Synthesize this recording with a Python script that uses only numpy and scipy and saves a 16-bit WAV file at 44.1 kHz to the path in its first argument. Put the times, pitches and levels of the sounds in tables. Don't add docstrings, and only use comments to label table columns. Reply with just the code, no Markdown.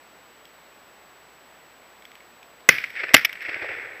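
import sys
import numpy as np
from scipy import signal
from scipy.fft import rfft, irfft
from scipy.io import wavfile

SR = 44100
rng = np.random.default_rng(int(sys.argv[2]) if len(sys.argv) > 2 else 0)


def master_out(mix):
    frames = np.transpose(np.atleast_2d(mix))
    ceiling = np.clip(frames, -1, 1)
    pcm = np.round(ceiling * 32767).astype(np.int16)
    wavfile.write(sys.argv[1], SR, pcm)


N = 176400

# start_s, shock_db, ring_db, boom_db, gas_db, gas_hold_s,
# bounce_delay_s, scatter_db, scatter_time_s, echo_db, slap_db, echo_reach_s
SHOTS = [(2.6895, 8.5, 21.5, -19.5, -3.5, 0.0029, 0.0059, -16, 0.09, -31.5, 1, 0.355),
         (3.142, -11, 19.5, -4, 8, 0.0052, .0128, -10, 0.045, -32.5, -1.5, 0.81)]
# frequency_hz, level_db
KNOCK_COLOUR = [(50, -25), (300, -21.5), (1000, -23.5), (1600, 0), (2200, 9.5), (3000, -10), (5400, -24.5),
                (7000, -35), (15000, -33)]
# frequency_hz, level_db
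STEEL_COLOUR = [(100, -17.5), (1500, -1.5), (3300, 11), (4400, -9.5), (5300, 8), (6200, -6), (7500, -22),
                (9800, -4), (10900, -21), (11750, 1.5), (12250, 6), (12700, -12.5), (13500, -13),
                (15200, -7.5)]


def undb(db):
    return 10 ** (np.asarray(db) / 20)


def clock(start=0):
    return np.arange(N) / SR - start


def noise():
    return rng.standard_normal(N)


def grainy_noise(rate_hz, depth_db=2):
    knots = rng.standard_normal(int(N / SR * rate_hz) + 2)
    flicker = np.interp(clock() * rate_hz, np.arange(len(knots)), knots)
    return noise() * undb(depth_db * flicker)


def colour(x, points, size=4096):
    hz, db = np.array(points, float).T
    gain = undb(np.interp(np.log(np.fft.rfftfreq(size, 1 / SR) + 1), np.log(hz), db))
    cepstrum = irfft(np.log(gain / np.sqrt(np.mean(gain ** 2))))
    cepstrum[1:size // 2] *= 2
    cepstrum[size // 2 + 1:] = 0
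    return signal.fftconvolve(x, irfft(np.exp(rfft(cepstrum))))[:N]


def resonate(x, hz, width_hz):
    return signal.lfilter(*signal.iirpeak(hz, hz / width_hz, fs=SR), x) * np.sqrt(SR / (np.pi * width_hz))


def split(x, low_hz, high_hz):
    bass, lower = (signal.sosfiltfilt(signal.butter(2, hz, fs=SR, output="sos"), x)
                   for hz in (low_hz, high_hz))
    return bass, lower - bass, x - lower


def burst(start, hold_s, decay_s):
    t = clock(start)
    return (t >= 0) * np.exp(-np.maximum(t - hold_s, 0) / decay_s)


def background(hum_hz=57.7, whine_hz=7868, restart_hz=29.97):
    # frequency_hz, level_db
    air_colour = [(25, -24), (90, -11), (160, -5.5), (300, -1.5), (650, 2), (1200, 0), (2100, -2.5),
                  (3200, -8), (5000, -14), (7300, -22.5), (9800, -29.5), (11500, -22), (15200, -15)]
    t = clock()
    whine = undb(-62.5) * np.sin(2 * np.pi * whine_hz * (t % (1 / restart_hz)))
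    hum = undb(-77) * np.sin(2 * np.pi * hum_hz * t)
    return undb(-51.5) * colour(noise(), air_colour) + np.sqrt(2) * (whine + hum)


def handling_ticks(contact_s=0.0017):
    # start_s, low_resonance_db, high_resonance_db, snap_db
    touches = [(0.4537, -48, -44, -54), (2.0225, -42.5, -65, -56), (2.052, -45, -43, -45),
               (2.116, -42.5, -57, -63), (2.1533, -43, -45.5, -53), (2.2045, -46.5, -66, -65),
               (2.429, -41.5, -58, -60), (2.6055, -51, -56, -60)]
    low, high, snap = 0, 0, 0
    for start, low_db, high_db, snap_db in touches:
        contact = burst(start, contact_s, contact_s)
        low += undb(low_db) * contact
        high += undb(high_db) * contact
        snap += undb(snap_db) * contact
    rings = resonate(low * noise(), hz=2230, width_hz=380)
    rings += resonate(high * noise(), hz=3380, width_hz=190)
    return rings + colour(snap * noise(), STEEL_COLOUR) + undb(-5) * colour(snap * noise(), KNOCK_COLOUR)


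def shock(start, length_s):
    return burst(start, 0, length_s) * (1 - clock(start) / length_s)


def struck_case(start, modes):
    t = clock(start)
    return sum(undb(db) * burst(start, 0, t60 / np.log(1000)) * np.sin(2 * np.pi * hz * t)
               for hz, db, t60 in modes)


def blasts(thump_band_hz=(130, 1300)):
    # pitch_hz, level_db, t60_s
    ring_modes = [(1502, -10.5, .014), (2050, 0, 0.013), (2497, -5, 0.011)]
    # pitch_hz, level_db, t60_s
    boom_modes = [(295.5, -4.5, 0.052), (465, -6.5, 0.043), (792, 4, 0.021), (1196, 0.5, .03)]
    # frequency_hz, level_db
    gas_colour = [(30, -41), (120, -32), (290, -8), (600, -5.5), (1100, -3.5), (2050, 5), (2600, 1.5),
                  (3400, 0), (5400, -13.5), (8000, -31), (12000, -17.5), (16000, -25)]
    pressure, gas, case = 0, 0, 0
    for start, shock_db, ring_db, boom_db, gas_db, hold_s, bounce_s, *_ in SHOTS:
        bounce = undb(-12.5) * shock(start + bounce_s, length_s=0.00062)
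        pressure += undb(shock_db) * (shock(start, length_s=0.00051) + bounce)
        gas += undb(gas_db) * burst(start, hold_s, decay_s=0.002)
        case += undb(ring_db) * struck_case(start, ring_modes)
        case += undb(boom_db) * struck_case(start, boom_modes)
    thump = signal.sosfilt(signal.butter(2, thump_band_hz, "bandpass", fs=SR, output="sos"), pressure)
    return thump + colour(gas * noise(), gas_colour) + case


def grass_scatter(fall_powers=(2.93, 2.56, 3.37)):
    # frequency_hz, level_db
    grass_colour = [(30, -30.5), (70, -25), (120, -9.5), (250, -14.5), (480, -14.5), (1000, -21.5),
                    (1500, -5), (2150, 3.5), (2900, -9.5), (3500, -13), (3900, -19), (5400, -14.5),
                    (6300, -28), (8000, -39), (9800, -26.5), (12500, -24.5), (15500, -20.5)]
    out = 0
    for start, *_, scatter_db, scatter_s, _, _, _ in SHOTS:
        t = clock(start)
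        distance = 1 + np.maximum(t, 0) / scatter_s
        bands = split(colour(grainy_noise(rate_hz=490), grass_colour), low_hz=900, high_hz=6500)
        tail = sum(band * distance ** -power for band, power in zip(bands, fall_powers))
        out += (t > 0) * undb(scatter_db) * tail
    return out


def action_clacks():
    # start_s, knock_db, steel_db, rattle_s
    clacks = [(2.7825, -20, -47, 0.0034), (2.8388, -21, -53, 0.0046), (2.903, -34.5, -44, 0.0014),
              (3.1365, -14.5, -25, 0.0011), (3.1658, -9, -14, 0.00089), (3.179, -23, -31.5, 0.0046),
              (3.248, -16, -17, 0.0055), (3.2936, -30, -43, 0.0023), (3.328, -28, -35.5, 0.0018),
              (3.354, -31.5, -64, 0.0033), (3.372, -42, -64, 0.0022), (3.418, -50, -49, 0.01),
              (3.422, -39, -55, 0.0014)]
    knock, steel = 0, 0
    for start, knock_db, steel_db, rattle_s in clacks:
        contact = burst(start, rattle_s, decay_s=0.0028)
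        knock += undb(knock_db) * contact
        steel += undb(steel_db) * contact
    return colour(knock * noise(), KNOCK_COLOUR) + colour(steel * noise(), STEEL_COLOUR)


def treeline_echo(edge_s=0.19, pivot_s=0.46, bass_db_per_s=15, treble_db_per_s=-19, beyond_db=-9):
    # delay_s, level_db
    wash_curve = [(.24, -17), (.275, -12), (.32, -4), (.37, -2.5), (.45, -2), (.5, -1.5), (.6, -1),
                  (.72, -5.5), (.8, -10.5), (.9, -7)]
    # delay_s, upper_db, bass_db, spread_s
    clumps = [(0.266, 1.5, -12, 0.001), (0.284, 0, -19, 0.0094), (0.314, 3, -7, 0.01),
              (0.35, 7.5, 11, 0.0044), (0.395, 3.5, 2, 0.0014), (0.404, 9.5, 3, 0.0021),
              (.421, -7, 11.5, 0.0046), (.484, 7.5, 13.5, .005), (0.502, 2, 13.5, 0.0067),
              (.551, 5.5, 8.5, .004), (0.57, -9, 9.5, 0.0055)]
    # frequency_hz, level_db
    echo_colour = [(30, -33.5), (120, -18), (220, -40), (330, -9.5), (480, -6), (750, -12.5), (1050, -18.5),
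                   (1500, -3.5), (1900, 3), (2250, 2.5), (2700, -6), (3000, -16), (3400, -16),
                   (3850, -24.5), (5400, -24.5), (6200, -44), (8000, -53), (15000, -61)]
    delays, wash_db = np.array(wash_curve).T
    out = 0
    for start, *_, echo_db, slap_db, reach_s in SHOTS:
        t = clock(start)
        beyond = np.clip((t - reach_s) / edge_s, 0, 1)
        late_s = np.clip(t - pivot_s, -1, 1)
        wash = undb(np.interp(t, delays, wash_db)) * (t > delays[0])
        upper_power = wash ** 2
        bass_power = (wash * undb(0.5 + bass_db_per_s * late_s)) ** 2
        for delay_s, upper_db, bass_db, spread_s in clumps:
            slap_power = (undb(slap_db) * (1 - beyond)) ** 2 * np.exp(-((t - delay_s) / spread_s) ** 2)
            upper_power += undb(upper_db) ** 2 * slap_power
            bass_power += undb(bass_db) ** 2 * slap_power
        bass, mid, treble = split(colour(grainy_noise(rate_hz=330), echo_colour), low_hz=1000, high_hz=3300)
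        upper = np.sqrt(upper_power) * (mid + treble * undb(treble_db_per_s * late_s))
        drop = undb(beyond_db * beyond)
        out += undb(echo_db) * drop * (upper + drop * np.sqrt(bass_power) * bass)
    return out


def scene():
    return (background() + handling_ticks() + blasts() + grass_scatter()
            + action_clacks() + treeline_echo())[None]


def record(dry, ceiling=0.91, notch_hz=8880, notch_width_hz=540, notch_db=-37.5, top_hz=15300):
    hz = np.fft.rfftfreq(N, 1 / SR)
    notch = undb(notch_db * np.exp(-((hz - notch_hz) / notch_width_hz) ** 2))
    clipped = np.clip(irfft(rfft(dry) * notch, N), -ceiling, ceiling)
    lowpass = signal.ellip(8, .1, 50, top_hz, fs=SR, output="sos")
    return signal.sosfiltfilt(lowpass, clipped)


dry = scene()
out = record(dry)
master_out(out)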